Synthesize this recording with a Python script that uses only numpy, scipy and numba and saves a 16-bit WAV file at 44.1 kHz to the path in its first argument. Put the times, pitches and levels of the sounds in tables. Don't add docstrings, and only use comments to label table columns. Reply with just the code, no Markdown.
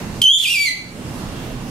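import sys
import numpy as np
from scipy import signal
from scipy.fft import rfft, irfft
from scipy.io import wavfile
from scipy.ndimage import uniform_filter1d, map_coordinates
from numba import njit

SR = 44100
rng = np.random.default_rng(int(sys.argv[2]) if len(sys.argv) > 2 else 0)


def dump_mix(stems):
    frames = np.atleast_2d(stems).T
    limited = np.clip(frames, -1, 1)
    pcm = np.round(limited * 32767).astype(np.int16)
    wavfile.write(sys.argv[1], SR, pcm)


def voltage_ratio(level):
    return 10 ** (np.asarray(level, float) / 20)


N = 74970
t = np.arange(N) / SR

# pitch_hz [Hz], density_db [dB per Hz]
AIR_COLOUR = [(25, -24), (50, -23), (180, 0.5), (420, -11), (1270, -18.5), (3500, -25.5), (10000, -32),
              (15500, -41)]
# pitch_hz [Hz], width_hz [Hz], level_db [dB]
MACHINE_DRONES = [(31.4, 18.3, -36), (82.3, 11, -38.5), (125.6, 26.7, -33.5), (190.6, 38, -41.5),
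                  (248.3, 23.6, -37.5), (2770, 180, -52)]
# pitch_hz [Hz], reverberation_s [s]
WALL_RING = [(1400, 0.22), (2800, 0.43), (5600, 0.41), (11000, 0.31)]
# time_s [s], pitch_hz [Hz]
WHISTLE_PITCH = [
    (.216, 3140),
    (.24, 3130),
    (.265, 3010),
    (.3, 3230),
    (.35, 3525),
    (.4, 3490),
    (.432, 3400),
]
# time_s [s], pitch_hz [Hz]
BROKEN_PITCH = [
    (.458, 2400),
    (.474, 2370),
    (.503, 2830),
    (.53, 2820),
    (.55, 2470),
    (.575, 2320),
    (.648, 2290),
    (.69, 2010),
]
# time_s [s], level_db [dB], hoarse_db [dB], overtones_db [dB], jitter [fraction of pitch]
STRAIN = [
    (.217, 1, -5, -13, 0),
    (.227, 3, -24.5, -1, 0.03),
    (.3, 15, -38, -9, 0),
    (.366, 4.5, -52, 10.5, 0.02),
    (.383, 1, -11, -4, 0.02),
    (.44, 2, -10.5, -3, 0),
    (.485, 0.5, -11, 7.5, .012),
    (.6, 2.5, -14.5, 12, 0),
    (.7, -2.5, -16, 10, 0),
]
# multiple [times the pitch], level_db [dB]
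WHISTLE_OVERTONES = [(2, -19.5), (3, -27.5), (4, -32.5), (5, -33.5), (6, -38)]
# multiple [times the pitch], level_db [dB]
HALF_OVERTONES = [(1.5, 0), (2.5, -8), (3.5, -16)]
# middle_s [s], length_s [s], level_db [dB]
PERIOD_DOUBLINGS = [
    (.219, .006, -18),
    (.388, .02, -22),
    (.635, .05, -16),
]
# pitch_hz [Hz], gain_db [dB]
THROAT_COLOUR = [(4000, -0.5), (4700, 0), (5500, -6.5), (6100, 1.5), (7000, -1), (8500, 0.5), (11500, -0.5),
                 (15000, -4)]
# pitch_hz [Hz], density_db [dB per Hz]
HOARSE_COLOUR = [(1700, -25), (2300, -14), (3300, -1.5), (5000, -12), (6100, -12.5), (8000, -9),
                 (12000, -10.5), (16000, -23)]

TOP_HZ = 15750
HUM_DB, SWELL_DB, FLICKER_DB = -28, 1.5, 1.5
HUM_PAN_DB, HUM_LAG_S, HUM_APART_HZ = -3.8, .0001, 1600
ROOM_DB, ROOM_GAP_S = 1, 0.003
START_S, ATTACK_S, END_S, RELEASE_S = .2157, .003, 0.6883, 0.015
GLIDE_S, WAVER, WAVER_PER_S = 0.013, .0015, 40
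CHICK_PAN_DB, CHICK_LAG_S = -3.5, -0.000032
LEFT_SHADE_HZ, LEFT_SHADE = 7040, 0.55
KNEE_DB, RATIO, RECOVER_DB_PER_S = -29.5, 2.356, 35.5
SENSE_S, DUCK_S = 0.024, .025


def level(x, db):
    return x * voltage_ratio(db) / np.sqrt(np.mean(x ** 2))


def curve(table, index):
    rows = np.array(table)
    return np.interp(t, rows[:, 0], rows[:, index])


def colour_db(table, hz):
    rows = np.array(table)
    return np.interp(np.log(hz), np.log(rows[:, 0]), rows[:, 1])


def band(x, hz, width_hz):
    edges = [max(hz - width_hz / 2, 5), min(hz + width_hz / 2, .49 * SR)]
    return signal.sosfilt(signal.butter(2, edges, "band", fs=SR, output="sos"), x)


def walk(rate):
    hold = int(SR / rate)
    held = rng.standard_normal(1000)[np.arange(N) // hold % 1000]
    return 1.3 * uniform_filter1d(uniform_filter1d(held, hold), hold)


def pair(x, pan_db, lag_s):
    late = map_coordinates(x, [(t - lag_s) * SR], mode="nearest")
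    return np.array([late * voltage_ratio(pan_db / 2), x * voltage_ratio(-pan_db / 2)])


def ventilation():
    air = 0
    swell = walk(1.33)
    for hz in 25 * 2 ** np.arange(0, 9.4, 1 / 3):
        shared, left, right = band(rng.standard_normal((3, N)), hz, hz / 4)
        apart = min(hz / HUM_APART_HZ, 1) ** 1.3
        both = np.sqrt(1 - apart) * pair(shared, 0, HUM_LAG_S) + np.sqrt(apart) * np.array([left, right])
        air = air + voltage_ratio(colour_db(AIR_COLOUR, hz) + SWELL_DB * swell + FLICKER_DB * walk(11.68)) * both
    return level(air, HUM_DB)


def machines():
    return sum(level(band(rng.standard_normal(N), hz, width), db) for hz, width, db in MACHINE_DRONES)


def hum():
    return (ventilation() + machines()) * voltage_ratio(np.array([[HUM_PAN_DB], [-HUM_PAN_DB]]) / 2)


def room(x):
    tail = 0
    for hz, t60 in WALL_RING:
        tail = tail + band(rng.standard_normal((2, N)), hz, .7 * hz) * voltage_ratio(-60 * t / t60)
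    tail = tail * np.clip(t / ROOM_GAP_S - 1, 0, 1)
    tail = tail * voltage_ratio(ROOM_DB) / np.sqrt(np.sum(tail ** 2) / 2) / 2
    return signal.fftconvolve(x, tail, axes=1)[:, :N]


def partials(rows, hz, phase):
    total = 0
    for multiple, db in rows:
        line_db = db + colour_db(THROAT_COLOUR, multiple * hz) + 4.7 * walk(81.02)
        total = total + voltage_ratio(line_db) * np.sin(multiple * phase) * (multiple * hz < TOP_HZ)
    return total


def hoarse_air():
    bins_hz = np.arange(N // 2 + 1) * SR / N + 1
    air = irfft(rfft(rng.standard_normal(N)) * voltage_ratio(colour_db(HOARSE_COLOUR, bins_hz)), N)
    return level(air, 0) * voltage_ratio(2.2 * walk(120))


def chick():
    jitter = curve(STRAIN, index=4)
    hz = uniform_filter1d(curve(WHISTLE_PITCH + BROKEN_PITCH, index=1), int(GLIDE_S * SR))
    hz = hz * (1 + WAVER * walk(WAVER_PER_S) + jitter * walk(500))
    phase = 2 * np.pi * np.cumsum(hz) / SR
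    whistle = np.sin(phase) * voltage_ratio(174 * jitter * walk(300))
    overtones = voltage_ratio(curve(STRAIN, index=3)) * partials(WHISTLE_OVERTONES, hz, phase)
    doubling = sum(voltage_ratio(db) * np.exp(-(2 * (t - middle) / length) ** 2)
                   for middle, length, db in PERIOD_DOUBLINGS)
    half_lines = doubling * partials(HALF_OVERTONES, hz, phase)
    hoarse = voltage_ratio(curve(STRAIN, index=2)) * hoarse_air()
    gate = np.clip((t - START_S) / ATTACK_S, 0, 1) * np.exp(-np.maximum(t - END_S, 0) / RELEASE_S)
    return (whistle + overtones + half_lines + hoarse) * gate * voltage_ratio(curve(STRAIN, index=1))


def scene():
    near = pair(chick(), CHICK_PAN_DB, CHICK_LAG_S)
    return near + room(near) + hum()


@njit
def follow(want, fall, rise):
    out, gain = np.empty(len(want)), 0.
    for i in range(len(want)):
        if want[i] < gain:
            gain += (want[i] - gain) * fall
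        else:
            gain += min(want[i] - gain, rise)
        out[i] = gain
    return out


def gain_control(dry):
    power = uniform_filter1d(np.mean(dry ** 2, axis=0), int(SENSE_S * SR))
    over_db = np.maximum(10 * np.log10(power + 1e-12) - KNEE_DB, 0)
    return follow(-over_db * (1 - 1 / RATIO), 1 / (DUCK_S * SR), RECOVER_DB_PER_S / SR)


def band_limit(x):
    return signal.sosfilt(signal.butter(12, 15750, fs=SR, output="sos"), x)


def record(dry):
    treble = signal.sosfilt(signal.butter(2, LEFT_SHADE_HZ, "high", fs=SR, output="sos"), dry[0])
    x = np.array([dry[0] - LEFT_SHADE * treble, dry[1]]) * voltage_ratio(gain_control(dry))
    rounded = np.tanh(1.1 * x) / 1.1
    mix = signal.sosfilt(signal.ellip(12, .2, 80, TOP_HZ, fs=SR, output="sos"), rounded)
    return band_limit(mix)


dry = scene()
out = record(dry)
dump_mix(out)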